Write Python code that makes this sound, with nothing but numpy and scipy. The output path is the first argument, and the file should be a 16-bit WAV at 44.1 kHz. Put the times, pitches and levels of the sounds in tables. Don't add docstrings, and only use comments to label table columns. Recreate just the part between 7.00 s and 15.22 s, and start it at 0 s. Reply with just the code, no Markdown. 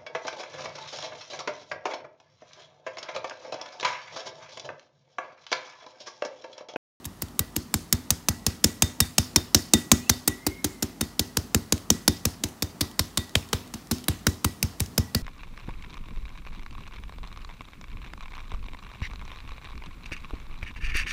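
import sys
import numpy as np
from scipy import signal
from scipy.io import wavfile
from scipy.ndimage import uniform_filter1d

SR = 44100
rng = np.random.default_rng(int(sys.argv[2]) if len(sys.argv) > 2 else 0)


def log_audio(samples):
    frames = np.atleast_2d(samples).T
    limited = np.clip(frames, -1, 1)
    pcm = np.round(limited * 32767).astype(np.int16)
    wavfile.write(sys.argv[1], SR, pcm)


def makeup_ratio(level_db):
    decades = np.asarray(level_db, float) / 20
    return 10 ** decades


N = 362502

# start in seconds, rattle in dB, thud in dB, body modes in dB, # resonance of the
# struck patch of mesh in Hz.
FIRST_TAPS = [(0.0524, -39.5, -33, -47, 8020), (0.2204, -32, -31, -34.5, 9200),
              (0.3922, -23, -24.5, -33, 8900), (0.563, -26, -27, -28.5, 5700),
              (0.74, -22.5, -23, -27.5, 7200), (0.926, -18, -20.5, -27.5, 7150),
              (1.1045, -18, -23, -32.5, 6460), (1.2854, -19.5, -21.5, -28, 6440),
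              (1.4643, -19, -21.5, -29, 6000), (1.642, -13, -20.5, -21, 6960),
              (1.8214, -15, -18.5, -26, 6760), (2.003, -15, -19, -28, 8200), (2.181, -14, -19, -26, 5750),
              (2.3597, -14, -20.5, -24.5, 5470), (2.546, -12, -19, -20.5, 5430),
              (2.7352, -12, -20.5, -15.5, 7600), (2.916, -10.5, -17, -15.5, 6870),
              (3.0945, -14.5, -20, -24.5, 5600), (3.2757, -19, -27, -25.5, 9050),
              (3.4652, -24, -26, -29, 4740), (3.6431, -23, -27, -27, 6600), (3.824, -25, -29, -24.5, 5600),
              (4.009, -25, -26, -25, 9300)]
# start in seconds, rattle in dB, thud in dB, body modes in dB, struck patch in Hz.
LATER_TAPS = [(4.1931, -19.5, -25, -27, 5850), (4.3687, -20.5, -22.5, -29, 5400),
              (4.5455, -19, -18.5, -21, 7400), (4.7225, -19, -22, -25, 6700),
              (4.902, -16, -22, -20.5, 6100), (5.0781, -14.5, -19.5, -19, 5130),
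              (5.252, -20.5, -21, -27, 5550), (5.436, -25, -27, -29, 6300),
              (5.6225, -24.5, -25, -32.5, 5840), (5.8084, -21.5, -24.5, -28.5, 4800),
              (5.992, -19, -22, -30.5, 4220), (6.1732, -21, -24.5, -29.5, 3860),
              (6.3524, -22, -19, -31, 2580), (6.5295, -23.5, -22, -33, 3040),
              (6.738, -38.5, -37, -34, 5760), (6.9111, -25.5, -24, -22.5, 4000),
              (7.0824, -23.5, -19, -28, 3280), (7.2666, -20, -16.5, -23, 5940),
              (7.4442, -22, -18.5, -25, 8600), (7.6271, -22.5, -19, -30.5, 5600),
              (7.802, -26, -19.5, -37, 6960), (7.978, -21.5, -15.5, -24.5, 5360),
              (8.1471, -23.5, -20, -27, 4600)]
TAPS = np.array(FIRST_TAPS + LATER_TAPS)
TAP_S, RATTLE_DB, THUD_DB, BODY_DB, PATCH_HZ = TAPS.T
# start in seconds, peak in dB.
LIGHT_TOUCHES = [(0.045, -16), (0.2167, -20), (0.284, -22), (0.559, -16), (1.64, 2), (4.779, -15.5),
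                 (5.487, -20), (5.913, -21), (6.294, -21), (6.4887, -20), (6.6753, -23), (6.871, -23),
                 (6.983, -16), (7.041, -14), (7.044, -34), (7.8603, -16), (6.58, -27), (7.798, -13)]
# frequency in Hz, width in Hz, level in dB.
MESH_MODES = [(3820, 94, 6.5), (4610, 420, -0.5), (5360, 206, 5), (6300, 155, 4.5), (7090, 44, 2),
              (8500, 3700, -6)]
# time in seconds, rattle length in ms.
GRIP_SLACK = [(0.05, 7.5), (0.3, 2.5), (0.75, 3.9), (2.18, 4.4), (2.36, 5.2), (2.8, 3.6), (3.3, 7.6),
              (3.85, 7.8), (4.55, 3.9), (5.0, 3.2), (5.4, 6.3), (5.8, 7.3), (6.2, 5.3), (6.55, 5.7),
              (6.91, 8.5), (7.08, 3.5), (7.4, 6.6), (7.63, 3.8)]
# time in seconds, upper over lower body modes in dB,
# flatness of the blow as knock in dB, extra treble in dB.
SIEVE_TIP = [(0.05, -0.5, -4.5, 11.5), (0.75, -1.5, 1, 7.5), (1.1, -1.5, -0.5, 3.5), (1.65, 2.5, -3.5, -1),
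             (2.0, -4.5, 0, 1), (2.36, 2, 4.5, -1), (2.9, -1, 3, -2), (3.3, 3.5, 5.5, 6.5),
             (3.5, 10.5, 3, 5.5), (4.0, -0.5, -1.5, 2), (4.55, 2, 0, 1.5), (5.0, -2, 1.5, -0.5),
             (5.6, 3.5, -6, 2), (6.0, 2.5, 1.5, 1), (6.45, -1.5, 5.5, -9), (7.0, -1, -1, 7.5),
             (7.3, 2.5, 0, 0.5), (7.7, -2.5, -3.5, 4)]
# time in seconds, knuckle contact in dB, powder flow in dB.
HAND_GRIP = [(0.05, -16, -2.5), (0.3, -4, -3), (0.75, -3, 0.5), (1.1, -10, -2), (1.65, 4.5, -0.5),
             (2.2, -14, 0), (2.75, -22, 1), (3.3, 4, -0.5), (3.9, 5, 1), (4.6, 4.5, -2), (5.05, 3, -1),
             (5.65, 0.5, 0), (6.2, -5, 0), (6.5, 10, 4), (6.9, -15, 4), (7.3, 1, 0), (7.65, -10.5, 0),
             (8.1, 2, 0)]
# frequency in Hz, level in dB, 60 dB decay time in seconds.
LOW_BODY_MODES = [(222, 0, .11), (245, -11, .33), (172, -17, .25)]
# frequency in Hz, level in dB, 60 dB decay time in seconds.
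HIGH_BODY_MODES = [(300.5, -2, 0.083), (334.4, -10.5, 0.075), (380.6, -17, 0.22)]
# frequency in Hz, density in dB per Hz.
POWDER_SPECTRUM = [(300, 6.5), (1200, -2.5), (2500, -6.5), (4700, -6), (6000, -7), (9000, -11),
                   (15500, -11)]
# frequency in Hz, 60 dB decay time in seconds.
POWDER_DECAY = [(500, 0.25), (3000, 0.45), (6000, 0.38), (12000, 0.44)]
# start in seconds, high pair in dB, low pair in dB.
RIM_BLOWS = [(0.3923, -62, -71), (0.926, -48, -76), (1.2854, -71, -69), (1.4643, -55, -72),
             (1.6416, -47, -65), (1.8217, -38, -69), (2.0037, -41, -72), (2.181, -44, -73),
             (2.3594, -40.5, -81), (2.546, -48, -69), (2.7349, -35.5, -59), (2.916, -42, -63),
             (3.0937, -41, -68), (3.2756, -51, -59.5), (3.6433, -64, -74), (4.009, -52, -74),
             (4.1932, -57, -71), (4.5454, -63, -73), (4.902, -56, -69), (5.0789, -43, -70),
             (5.6227, -52, -88), (5.8087, -51, -70), (5.992, -58, -80), (6.1733, -44, -66),
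             (6.5296, -58, -76), (7.0828, -74, -74), (7.2661, -60, -71), (7.4446, -64, -70),
             (7.978, -60, -68), (8.1471, -77, -66.5)]
# frequency in Hz, level in dB, 60 dB decay time in seconds.
HIGH_RIM_PAIR = [(3643, 0, .22), (3664, -6, .18)]
# frequency in Hz, level in dB, 60 dB decay time in seconds.
LOW_RIM_PAIR = [(1944, 0, .45), (1958, -5, .45)]
# time in seconds, pitch in Hz, level in dB.
FAR_WHISTLES = [
    [(2.99, 2380, -62), (3.04, 2520, -55), (3.075, 2640, -51), (3.095, 2950, -57)],
    [(3.3, 1990, -59), (3.42, 2080, -57), (3.52, 2140, -49), (3.7, 2180, -59), (3.76, 2085, -55),
     (3.85, 2030, -65), (3.97, 2020, -62)],
]
# frequency in Hz, density in dB per Hz.
ROOM_SPECTRUM = [(18, -23), (30, -35), (86, -5), (141, 4), (231, 6.5), (535, -9.5), (643, -7.5),
                 (1240, -8.5), (1530, -15.5), (1930, -13.5), (2200, -20), (5510, -20.5), (15700, -27)]

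SCATTER_DB = 1.3


def evened(x):
    return x / np.sqrt(np.mean(x ** 2) + 1e-20)


def read(points, hz):
    f, value = np.transpose(points)
    return np.interp(np.log(hz + 1), np.log(f + 1), value)


def add(mix, s, sound):
    part = mix[round(s * SR):][:len(sound)]
    part += sound[:len(part)]


def band(x, lo_hz, hi_hz):
    return signal.sosfilt(signal.butter(2, [lo_hz, hi_hz], "band", fs=SR, output="sos"), x)


def resonate(x, hz, width_hz):
    turn = np.exp(2j * np.pi * np.cumsum(hz * np.ones(len(x))) / SR)
    r = np.exp(-np.pi * width_hz / SR)
    return 2 * (turn * signal.lfilter([1 - r], [1, -r], x / turn + 1e-18)).real


def ring(modes, t, rise_s, turns):
    total = 0
    for (hz, db, t60), turn in zip(modes, turns):
        total = total + makeup_ratio(db - 60 * t / t60) * np.sin(2 * np.pi * (hz * t + turn))
    return (1 - np.exp(-t / rise_s)) ** 2 * total


def drift(bins, frames, bins_wide, frames_wide):
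    grain = rng.standard_normal((bins, frames))
    return evened(uniform_filter1d(uniform_filter1d(grain, bins_wide, axis=0), frames_wide, axis=1))


def noise_field(db, size):
    real, imaginary = rng.standard_normal((2,) + db.shape)
    inside = np.fft.rfftfreq(size, 1 / SR)[:, None] < 15800
    spectra = (real + 1j * imaginary) * makeup_ratio(db) * inside
    return signal.istft(spectra, nperseg=size, noverlap=size * 3 // 4)[1][:N]


def at_taps(curve):
    s, *columns = np.transpose(curve)
    return [np.interp(TAP_S, s, column) for column in columns]


def landing():
    force_db = RATTLE_DB + 20
    octaves = np.log2(PATCH_HZ / 6000)
    return force_db, octaves, 9.5 - 6 * octaves + 0.53 * force_db


def chatter_burst(t, length_ms, clash_ms, grit, size, lump):
    after = np.maximum(t - .85 * length_ms / 1000, 0)
    shape = (1 - np.exp(-t / .0002)) * (makeup_ratio(-60 * after / .015) + makeup_ratio(-24 - 60 * after / .045))
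    shape *= 1 + 1.1 * np.exp(-((1000 * t - clash_ms) / .55) ** 2)
    chatter = grit * makeup_ratio(2 * size + 2 * evened(uniform_filter1d(lump, 25))) * shape
    return chatter / np.sqrt(np.mean(chatter[:530] ** 2))


def rattle():
    t = np.arange(2200) / SR
    knock, mesh, treble, patch = np.zeros((4, N))
    _, octaves, sing_db = landing()
    treble_luck, knock_luck, clash_luck = rng.standard_normal((3, len(TAPS)))
    slack_ms = at_taps(GRIP_SLACK)[0]
    _, flat_db, bright_db = at_taps(SIEVE_TIP)
    treble_db = -3.5 + octaves + bright_db + SCATTER_DB * treble_luck
    knock_db = -5.5 + THUD_DB - RATTLE_DB + flat_db + SCATTER_DB * knock_luck
    clash_ms = slack_ms * np.clip(.5 + .18 * clash_luck, .1, .9)
    blows = list(zip(TAP_S, RATTLE_DB, treble_db, knock_db, PATCH_HZ, sing_db, slack_ms, clash_ms))
    blows += [(s, db - 31.0, -6.0, -12.0, 3300, 5.0, 1.3, .3) for s, db in LIGHT_TOUCHES]
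    for s, db, bright, dull, hz, peak_db, ms, clash in blows:
        chatter = makeup_ratio(db) * chatter_burst(t, ms, clash, *rng.standard_normal((3, len(t))))
        add(mesh, s, chatter * makeup_ratio(-.4 * peak_db))
        add(patch, s, makeup_ratio(peak_db - 5.5) * resonate(chatter, hz, 860.0))
        add(treble, s, chatter * makeup_ratio(bright))
        add(knock, s, chatter * makeup_ratio(dull))
    ringing = sum(makeup_ratio(db) * resonate(mesh, hz, width) for hz, width, db in MESH_MODES)
    out = makeup_ratio(0.5) * ringing + makeup_ratio(4.0) * band(mesh, 2140, 8400)
    out += band(patch, 1400, 13000)
    out += makeup_ratio(-1.5) * band(treble, 5830, 16040)
    return out + makeup_ratio(8.5) * band(knock, 566, 3170)


def table_push(t):
    crest_s = .0206
    swell = (1 - np.exp(-t / .0065)) ** 2 * np.exp(-(t / .032) ** 4)
    push = swell * np.cos(2 * np.pi * (1.1 * np.log((t + 1e-4) / crest_s) + 42 * (t - crest_s)))
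    push += makeup_ratio(-22 - 60 * t / .3) * np.sin(2 * np.pi * 91.5 * t) * (1 - np.exp(-t / .02))
    heave_hz, heave_db, heave_s = 54, -7, 0.027
    sag = np.sin(np.pi * np.minimum(t / heave_s, 1)) ** 2
    return push + makeup_ratio(heave_db) * np.sin(2 * np.pi * heave_hz * t) * sag


def thuds():
    t, out = np.arange(9000) / SR, np.zeros(N)
    push = table_push(t)
    chance = .07 * rng.standard_normal((len(TAPS), 3, 3))
    lean = at_taps(SIEVE_TIP)[0] + SCATTER_DB * rng.standard_normal(len(TAPS))
    knuckles_db = at_taps(HAND_GRIP)[0]
    rows = zip(TAP_S - 0.0007, THUD_DB, BODY_DB, knuckles_db, lean, chance)
    for s, thud_db, body_db, knuckle_db, lean_db, c in rows:
        pressed = t * (1 + .016 * np.tanh(14 * c[2, 2]))
        low = ring(LOW_BODY_MODES, pressed, 0.0029, c[0] + [.55, .27, .6])
        high = ring(HIGH_BODY_MODES, pressed, 0.00025, c[1] + [.2, .3, .6])
        knuckle = ring([(449, 0.0089, 0.021)], t, 0.00073, c[2] + 1.04)
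        add(out, s, makeup_ratio(thud_db + 1.0) * push)
        add(out, s + 0.0039, makeup_ratio(body_db - lean_db + 3.5) * low)
        add(out, s + 0.003394, makeup_ratio(body_db + lean_db + 5.0) * high)
        add(out, s + 0.0029, makeup_ratio(thud_db + knuckle_db + 2.0) * knuckle)
    murk = band(rng.standard_normal(len(t)), 60, 450) * makeup_ratio(-60 * t / .35) * (t > .03)
    wall = np.roll(out, round(.044 * SR))
    return out + makeup_ratio(-21) * wall + makeup_ratio(-34) * signal.oaconvolve(out, murk / np.linalg.norm(murk))[:N]


def powder():
    hz, t = np.fft.rfftfreq(256, 1 / SR)[:, None], np.arange(N // 64 + 5) * 64 / SR
    power = np.full((len(hz), len(t)), 1e-12)
    force_db, octaves, sing_db = landing()
    hisses_db = -37.5 + 0.6 * force_db + at_taps(HAND_GRIP)[1]
    trebles_db = -2.7 + octaves
    blooms_hz = rng.uniform(3300, 6250, len(TAPS))
    buzzes_db = 0.1 * np.maximum(force_db, 0)
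    shares = rng.random((len(TAPS), len(MESH_MODES)))
    rows = zip(TAP_S, PATCH_HZ, sing_db, hisses_db, trebles_db, blooms_hz, buzzes_db, shares)
    for s, patch_hz, peak_db, hiss_db, treble_db, bloom_hz, buzz_db, c in rows:
        near = (t > s + .003) & (t < s + .6)
        since = t[near] - s - .003
        bloom_db = 2.2 * np.exp(-(np.log((hz + 1) / bloom_hz) / 0.037) ** 2)
        bloom_db += 0.3 * peak_db * np.exp(-(np.log((hz + 1) / patch_hz) / 0.27) ** 2)
        for (mode_hz, width_hz, _), share in zip(MESH_MODES, c):
            bloom_db += 4.9 * share * np.exp(-((hz - mode_hz) / width_hz) ** 2)
        bloom_db += buzz_db * np.exp(-(np.log2((hz + 1) / 5300) / 0.6) ** 2)
        tilt_db = treble_db * np.clip(np.log2((hz + 1) / 5500), 0, 1)
        fading_db = hiss_db + bloom_db + tilt_db - 60 * since / read(POWDER_DECAY, hz)
        power[:, near] += makeup_ratio(fading_db) ** 2 * np.minimum(since / 0.0064, 1)
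    flicker_db = 1.25 * drift(129, len(t), 30, 4)
    flicker_db += 1.5 * drift(129, len(t), 3, 45)
    colour_db = read(POWDER_SPECTRUM, hz)
    unit = np.std(noise_field(colour_db + 0 * t[:200], size=256))
    return noise_field(colour_db + flicker_db + 10 * np.log10(power), size=256) / unit


def rim():
    t, out = np.arange(12000) / SR, np.zeros(N)
    for (s, high_db, low_db), c in zip(RIM_BLOWS, rng.random((len(RIM_BLOWS), 2, 2))):
        high = ring(HIGH_RIM_PAIR, t, 0.00031, c[0])
        low = ring(LOW_RIM_PAIR, t, 0.0012, c[1])
        add(out, s, makeup_ratio(high_db + 8.0) * high + makeup_ratio(low_db + 22.5) * low)
    waver = evened(uniform_filter1d(uniform_filter1d(rng.standard_normal(N), 500), 500))
    return out * makeup_ratio(2.6 * waver)


def whistles():
    out = np.zeros(N)
    for rows in FAR_WHISTLES:
        s, hz, db = np.transpose(rows)
        t = np.arange(s[0], s[-1], 1 / SR)
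        tone = evened(resonate(rng.standard_normal(len(t)), np.interp(t, s, hz), 20.))
        add(out, s[0], tone * makeup_ratio(np.interp(t, s, db)) * signal.windows.tukey(len(t), .2))
    return out


def kitchen():
    hz, frames = np.fft.rfftfreq(1024, 1 / SR)[:, None], N // 256 + 5
    hum_hz, hum_width_hz, hum_db, room_db = 50, 5.9, -57, -48
    hum = resonate(rng.standard_normal(N), hum_hz, hum_width_hz)
    hum = evened(resonate(hum, hum_hz, hum_width_hz))
    spectrum_db = read(ROOM_SPECTRUM, hz) + 1.2 * drift(513, frames, 10, 12)
    return makeup_ratio(hum_db) * hum + makeup_ratio(room_db) * evened(noise_field(spectrum_db, size=1024))


def scene():
    return (rattle() + thuds() + powder() + rim() + whistles() + kitchen())[None]


def low_pass(x):
    return signal.sosfilt(signal.butter(12, 16830, fs=SR, output="sos"), x)


def record(dry):
    x = signal.sosfilt(signal.butter(4, 40, "high", fs=SR, output="sos"), dry)
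    lowpass = signal.firwin(127, 16150, window=("kaiser", 7), fs=SR)
    x = signal.oaconvolve(np.clip(x, -1, 1), lowpass[None], "same")
    return low_pass(np.clip(x, -1, 1))


dry = scene()
out = record(dry)
log_audio(out)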